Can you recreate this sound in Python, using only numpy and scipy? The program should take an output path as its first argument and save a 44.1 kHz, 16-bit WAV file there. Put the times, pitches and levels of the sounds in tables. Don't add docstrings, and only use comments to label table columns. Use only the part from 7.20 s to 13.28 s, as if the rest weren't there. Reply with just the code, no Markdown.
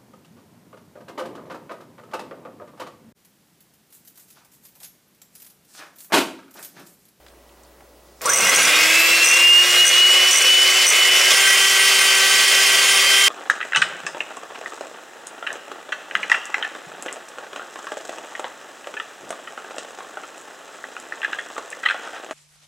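import sys
import numpy as np
from scipy import signal
from scipy.fft import rfft, irfft, next_fast_len
from scipy.io import wavfile
from scipy.ndimage import uniform_filter1d, minimum_filter1d, map_coordinates

SR = 44100
rng = np.random.default_rng(int(sys.argv[2]) if len(sys.argv) > 2 else 0)


def persist_wave(psi):
    counts = np.round(np.clip(psi, -1, 1) * 32767).astype(np.int16)
    wavfile.write(sys.argv[1], SR, np.atleast_2d(counts).T)


def gain_from_decibels(decibels):
    exponent = np.asarray(decibels, float) / 20
    return 10 ** exponent


N = 268236

# time_s, shaft_hz (turns per second)
SPEED_FIRST = [(1.1, 330), (1.35, 326), (1.5, 328), (2.1, 343.5), (2.3, 352.6), (2.5, 358.5),
               (2.85, 364.2), (3.05, 371.3), (3.2, 371.3), (3.6, 376.4), (3.8, 373.9), (4.1, 375.3)]
SPEED_SECOND = [(4.09, 388.7), (5.05, 386.7), (5.53, 388), (6.08, 392.2)]
SWITCH_S, SPIN_UP_S, CRAWL_HZ = 1.0, 0.2, 25
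# time_s, level_db
EFFORT_FIRST = [(1.0, -35), (1.02, -16), (1.044, -12), (1.059, -3), (1.14, -2), (1.31, 2.5), (1.9, 2),
                (2.35, -1), (2.87, 2), (3.08, 1.5), (3.25, -1), (3.34, -1.5), (3.65, 3), (4.09, 1.5),
                (4.12, 3)]
EFFORT_SECOND = [(4.1, 1), (4.2, -0.92), (6.08, -1.5)]
# time_s, level_db (rms)
FAN_FIRST = [(1.24, -39), (1.29, -16), (1.5, -26.5), (1.7, -19), (2.0, -14.5), (2.32, -7.5), (2.42, -12),
             (2.47, -20), (2.56, -12), (2.85, -9), (3.05, -17.5), (3.35, -13), (3.6, -19.5), (3.8, -14),
             (4.1, -20)]
FAN_SECOND = [(4.1, -22), (5.7, -22.5), (6.05, -17.5)]
STRONG = (8, 12, 24, 36)
# first_db, second_db (rms)
TONE_DB = [(-33, -33.5), (-35, -30), (-51, -48)]
TONE_DRIFT_DB, TONE_DRIFT_RATE = 4, 7
# multiple, pitch_hz, width_hz, lift_db
SINGS = [(12, 1090, 320, 18.5), (12, 1590, 230, 10), (12, 2050, 250, 8), (12, 2750, 440, 7),
         (24, 3300, 2000, -15), (24, 5500, 250, 10), (24, 6760, 440, 15), (24, 8250, 93, 4),
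         (36, 7800, 700, 14), (36, 10370, 520, 27), (36, 11900, 670, 17)]
# multiple, first_db, second_db (rms)
LOW_ORDERS = [(1, -37, -38), (2, -43, -42), (3, -46, -37), (4, -41, -29.5), (5, -34, -24.5), (6, -42, -46),
              (7, -32, -36), (9, -42, -52), (10, -49, -50), (11, -46, -52), (13, -46, -42), (14, -50, -40),
              (15, -49, -42), (16, -34, -35), (17, -50, -39), (18, -50, -43), (19, -46, -42),
              (20, -45, -47), (21, -42, -40), (22, -42, -41)]
HIGH_DB, HIGH_FALL_DB, SEGMENT_DB = (-46, -45.5), (0.2, 0.48), 6.5
CONTACT_DB = 2
# first_db, second_db, db_per_effort_db, scrape_lift_db
NOISES = [
    (-19.5, -26.5, 0.92, 6.4),
    (-23.5, -21.5, 0.62, 4),
    (-34, -28.5, 0.9, 8),
]
# pitch_hz, width_hz, level_db
HOUSING = [(519, 73, -6.5), (640, 120, -15), (1131, 37, -8), (1323, 166, -13), (1601, 70, -5),
           (2137, 64, 1.5), (2000, 136, -6), (2468, 220, -4), (2776, 150, -5.5), (3230, 26, -1),
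           (3387, 117, 0)]
# pitch_hz, level_db (per Hz)
RATTLE = [(60, -50), (160, -44), (300, -8.5), (450, -4.5), (1000, 0), (3000, 1.5), (4500, -21), (6000, -60)]
VENTS = [(300, -20.5), (900, -22), (2000, -2.5), (4000, -0.5), (7500, -1.5), (9000, -11.5), (11000, -16),
         (14000, -20)]
BRUSH = [(5000, -39), (8000, 3.5), (9500, 3.5), (11000, -3.5), (13000, -2.5), (15000, -23), (15800, -1)]
SLOW_AIR_DB = -9
# time_s, peak_db
BLOWS = [(1.0565, -13), (1.0924, -17), (1.0979, -11), (1.1164, -17), (1.1338, -9), (1.1424, -14),
         (1.1588, -11), (1.1714, -14), (1.1847, -12), (1.2067, -11), (1.2204, -14), (1.2334, -14),
         (1.2496, -11), (1.2705, -11), (1.2935, -10), (1.3473, -10), (1.3604, -9), (1.3992, -11),
         (1.4296, -9), (1.4514, -11)]
# start_s, touches, gap_s, peak_db
BURSTS = [
    (2.0438, 6, .0138, -11),
    (2.141, 1, 0, -12),
    (2.1675, 1, 0, -13),
    (2.6524, 4, .0128, -11),
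    (3.1093, 1, 0, -10),
    (3.1164, 6, .0137, -11),
    (3.2196, 1, 0, -10),
    (3.6655, 4, .0116, -7),
    (3.7219, 1, 0, -16),
]
WIRE_SCATTER_S, WIRE_SCATTER_DB = 0.0008, 1.2
# offset_hz, level_db
CLUSTER = [(0, 0), (-170, -5), (200, -3), (400, -8)]
# pitch_hz, level_db
GLASS = [(6850, -7.5), (8870, -7), (10600, -16), (11200, -30)]
LOW_RING_HZ, HIGH_RING_HZ, HIGH_RING_DB = 5920, 8200, -6
RING_SCATTER = 0.01
CLINK_DB, DUCKING = 4, 11
SCRAPE_S = 0.035
# time_s, peak_db, pitch_hz, width_hz
TICKS = [(0.064, -37.5, 2000, 2560), (.083, -40, 2500, 4000), (.102, -50, 3000, 1500),
         (0.292, -45, 3000, 1200), (.434, -43, 7500, 5000), (.448, -50, 4600, 900), (.606, -39, 1200, 1200),
         (.62, -45, 720, 200), (1.010, -28, 2000, 1500), (1.016, -19, 7000, 9000),
         (1.021, -26, 14200, 1500), (1.033, -29, 14000, 1500)]
# time_s, level_db (rms)
RUB = [
    (.8, -80),
    (.87, -60),
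    (.94, -66),
    (1.0, -57),
    (1.02, -80),
]
# pitch_hz, level_db (rms)
HUM = [(59.2, -57.5), (570, -62.5), (1954, -71.5)]
# pitch_hz, level_db (per Hz)
KITCHEN = [(25, -18), (92, -14), (200, -11), (344, -5), (575, -7), (1100, -13), (2050, -20.5),
           (5140, -23.5), (16000, -26.5)]
KITCHEN_DB = -52
# pitch_hz, side_db (relative to the middle)
WIDTH = [(60, -41), (200, -27), (380, -17.5), (700, -9), (1290, -16.5), (4400, -13.5), (8120, -13.5),
         (15000, -50)]


def mixer():
    t = np.arange(N) / SR
    first = np.clip((t - 1.003) / 0.016, 0, 1) * np.clip((4.124 - t) / 0.0026, 0, 1)
    second = np.clip((t - 4.099) / 0.0036, 0, 1)
    touches = clinks()
    glass = bowl(touches)
    shakes = sum(np.exp(-np.clip(t - s, 0, 1) / SCRAPE_S) * (t > s) for s in touches[:, 0])
    scrape = np.minimum(shakes, 1)
    loudness = np.sqrt(abs(uniform_filter1d(glass ** 2, size=900, origin=350)))
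    ducked = 1 / (1 + DUCKING * loudness)
    first_run = motor(SPEED_FIRST, FAN_FIRST, EFFORT_FIRST, scrape, column=1, rattle_db=0.5, tilt_db=0.35)
    second_run = motor(SPEED_SECOND, FAN_SECOND, EFFORT_SECOND, scrape, column=2, rattle_db=9.5, tilt_db=2.0)
    first_run = ducked * first * first_run + glass
    both = held(held(first_run, top=0.64) + held(second * second_run, top=0.69), top=0.86)
    return filtered(both, lambda f: (0.036 * 90 ** 4 + f ** 4) / (f ** 4 + 90 ** 4))


def motor(turns, fan, effort_rows, scrape, column, rattle_db, tilt_db):
    tones, angle, slow = whine(turns, fan, column)
    effort = curves(effort_rows)[0]
    rattle, air, brush = (row[column - 1] + row[2] * effort + row[3] * scrape for row in NOISES)

    def body(f):
        rings = sum(gain_from_decibels(db + tilt_db * np.log2(hz / 2000)) * resonance(f, hz, width)
                    for hz, width, db in HOUSING)
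        return 0.17 + rings

    knocks = patchy(1.0) * gain_from_decibels(0.88 * wobble(55))
    gears = unit(filtered(knocks, lambda f: body(f) * gain_from_decibels(along(RATTLE, f))))
    dull = np.clip(1.84 * slow - 0.3, 0, 1)
    dull_gears = unit(filtered(gears, lambda f: 1 / (1 + (f / 1500) ** 4)))
    gears = (1 - dull) * gears + dull * dull_gears * 0.69
    grains = uniform_filter1d(rng.exponential(size=N) ** 2, size=24)
    spit = gain_from_decibels(np.minimum(1.23 * grains, 7))
    chopped = patchy(2.15) * (1 + 0.76 * np.sin(STRONG[0] * angle)) * spit
    vents = unit(filtered(chopped, lambda f: gain_from_decibels(along(VENTS, f)) * (1 + 0.62 * resonance(f, 5340, 350))))
    hiss = unit(filtered(patchy(1.3) * spit, lambda f: gain_from_decibels(along(BRUSH, f))))
    shudder = unit(filtered(patchy(0.96), lambda f: resonance(f, 164, 270) ** 2))
    gears = gears + gain_from_decibels(-36 + 38 * np.minimum(slow, 0.35)) * shudder
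    tones = (1 - dull) * tones + 2.1 * dull * filtered(tones, body)
    tones = tones * gain_from_decibels(np.minimum(effort + CONTACT_DB, 0))
    noise = gain_from_decibels(rattle + rattle_db) * gears + gain_from_decibels(air + SLOW_AIR_DB * slow + 4.0) * vents
    return tones + noise + gain_from_decibels(brush + 4.5) * hiss


def whine(turns, fan, column):
    t = np.arange(N) / SR
    spin = 1 - np.exp(-np.maximum(t - SWITCH_S, 0) / SPIN_UP_S)
    speed = np.maximum(curves(turns)[0] * spin, CRAWL_HZ)
    angle = 2 * np.pi * np.cumsum(speed * (1 + 0.0003 * wobble(30))) / SR
    slow = np.clip(1 - speed / speed[-1], 0, 1)
    out = gain_from_decibels(-78.0 + 3.2 * wobble(8)) * np.sin(2 * np.pi * 119 * t)
    for k, db in zip(STRONG, strong_db(speed, fan, column)):
        flicker_db = (2.0 * np.sqrt(k / STRONG[0]) + 4.5 * slow) * wobble(40)
        shake = 0.39 * wobble(58) + 2.2 * slow * wobble(170)
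        out += gain_from_decibels(db + flicker_db) * np.sin(k * angle + shake)
    high = [*range(23, 50), *range(50, 74, 2)]
    faint = []
    for k in high:
        if k not in STRONG:
            lift = SEGMENT_DB * (k % STRONG[1] == 0) * (k - STRONG[3]) / STRONG[1]
            levels = np.array(HIGH_DB) - (k - high[0]) * np.array(HIGH_FALL_DB) + lift
            faint.append((k, *levels))
    for row in [*LOW_ORDERS, *faint]:
        k = row[0]
        shaky = min(k / 3, 1)
        growth = 40 / np.sqrt(k) * np.log10(np.minimum(1.17 - slow, 1))
        db = row[column] + growth + shaky * (1.6 * wobble(2.76) + 3.2 * wobble(28))
        out += gain_from_decibels(db) * np.sin(k * angle + rng.uniform(0, 2 * np.pi)) * (k * speed < 16000)
    return np.sqrt(2) * out, angle, slow


def strong_db(speed, fan, column):
    levels = [curves(fan)[0]]
    levels += [db[column - 1] + TONE_DRIFT_DB * wobble(TONE_DRIFT_RATE) for db in TONE_DB]
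    return [db + sum(lift * np.exp(-((k * speed - hz) / width) ** 2)
                     for m, hz, width, lift in SINGS if round(m) == k)
            for k, db in zip(STRONG, levels)]


def clinks():
    runs = np.array([(s + k * gap, db, k > 0) for s, count, gap, db in BURSTS for k in range(count)])
    scatter = rng.standard_normal((len(runs), 2)) * [WIRE_SCATTER_S, WIRE_SCATTER_DB] * runs[:, 2:]
    return np.vstack([BLOWS, runs[:, :2] + scatter])


def bowl(touches):
    out, cracks = np.zeros(N + SR), np.zeros(N + SR)
    t = np.arange(SR // 10) / SR
    for (s, db), chance in zip(touches, rng.standard_normal((len(touches), 14, 2))):
        low_hz, high_hz = [LOW_RING_HZ, HIGH_RING_HZ] * (1 + RING_SCATTER * chance[-1])
        high_db = HIGH_RING_DB + 3 * chance[-2, 0]
        low = [(low_hz + split, level) for split, level in CLUSTER]
        high = [(high_hz + 1.25 * split, level + high_db) for split, level in CLUSTER]
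        fade_db = -60 * t / 0.065
        ring = 0
        for (hz, level), (luck, detune) in zip([*low, *high, *GLASS], chance):
            angle = 2 * np.pi * hz * (1 + 0.006 * detune) * t + 3 * luck
            ring = ring + gain_from_decibels(level + 2 * luck + fade_db) * np.sin(angle)
        start = round(s * SR)
        out[start:][:len(t)] += gain_from_decibels(db + CLINK_DB) * ring / abs(ring).max() * (1 - np.exp(-t / 0.0003))
        cracks[start:][:len(t)] += gain_from_decibels(db + CLINK_DB - 5 - 60 * t / 0.03) * rng.standard_normal(len(t))

    def crack_colour(f):
        return resonance(f, 6000, 900) + 0.9 * resonance(f, 8200, 900) + 0.3 * resonance(f, 10800, 1500)

    return out[:N] + filtered(cracks[:N], crack_colour)


def hand():
    out, t = np.zeros(N + SR), np.arange(SR // 20) / SR
    f = np.fft.rfftfreq(len(t), 1 / SR)
    for s, db, hz, width_hz in TICKS:
        burst = gain_from_decibels(-60 * t / 0.028) * rng.standard_normal(len(t))
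        puff = irfft(rfft(burst) * resonance(f, hz, width_hz) ** 2, len(t))
        out[round(s * SR):][:len(t)] += gain_from_decibels(db) * puff / abs(puff).max()
    return out[:N]


def thumb():
    rub = filtered(patchy(4), lambda f: resonance(f, 5200, 500) + resonance(f, 6200, 1500))
    return gain_from_decibels(curves(RUB)[0]) * unit(rub) * (np.arange(N) < 1.02 * SR)


def kitchen():
    t = np.arange(N) / SR
    hush = gain_from_decibels(KITCHEN_DB) * unit(filtered(patchy(0.97), lambda f: gain_from_decibels(along(KITCHEN, f))))
    hum = sum(gain_from_decibels(db + 0.72 * wobble(2.1)) * np.sqrt(2) * np.sin(2 * np.pi * hz * t) for hz, db in HUM)
    return (hush + hum) * gain_from_decibels(np.interp(t, [1.1, 2.0], [0, -7]))


def held(x, top):
    need = minimum_filter1d(np.minimum(1, top / (abs(x) + 1e-9)), size=441)
    return x * uniform_filter1d(need, size=331)


def patchy(patchy_db):
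    z = signal.stft(rng.standard_normal(N), nperseg=512)[2]
    field = uniform_filter1d(rng.standard_normal(z.shape), size=5, axis=0)
    field = uniform_filter1d(field, size=10, axis=1)
    return signal.istft(z * gain_from_decibels(patchy_db * unit(field)), nperseg=512)[1][:N]


def resonance(f, hz, width_hz):
    return 1j * f * width_hz / (hz * hz - f * f + 1j * f * width_hz)


def filtered(x, response):
    m = next_fast_len(N + 8192)
    return irfft(rfft(x, m) * response(np.fft.rfftfreq(m, 1 / SR)), m)[..., :N]


def wobble(rate):
    knots = rng.standard_normal(int(N * 300 / SR) + 4)
    return map_coordinates(knots, [np.arange(N) * min(rate, 299) / SR], order=1)


def curves(rows):
    s, *cols = np.transpose(rows)
    return [np.interp(np.arange(N) / SR, s, c) for c in cols]


def along(points, hz):
    f, v = np.transpose(points)
    return np.interp(np.log(hz + 1), np.log(f + 1), v)


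def unit(x):
    return x / np.sqrt(np.mean(x ** 2) + 1e-20)


def scene():
    mid = mixer() + hand() + thumb() + kitchen()
    t = np.arange(SR // 10) / SR
    tails = rng.standard_normal((4, len(t))) * gain_from_decibels(-60 * t / 0.18)
    answers = signal.fftconvolve(mid[None], tails / np.linalg.norm(tails), axes=1)[:, :N]
    diffuse = sum(a * 1.1 * wobble(25) for a in answers)
    side = filtered(diffuse, lambda f: gain_from_decibels(along(WIDTH, f)))
    side = side - 0.025 * filtered(mid, lambda f: resonance(f, 1500, 6000))
    return np.array([mid + side, mid - side])


def low_pass(x):
    return signal.sosfilt(signal.butter(12, 16480, fs=SR, output="sos"), x)


def record(dry):
    mix = filtered(dry, lambda f: f < 15790)
    return low_pass(mix)


dry = scene()
out = record(dry)
persist_wave(out)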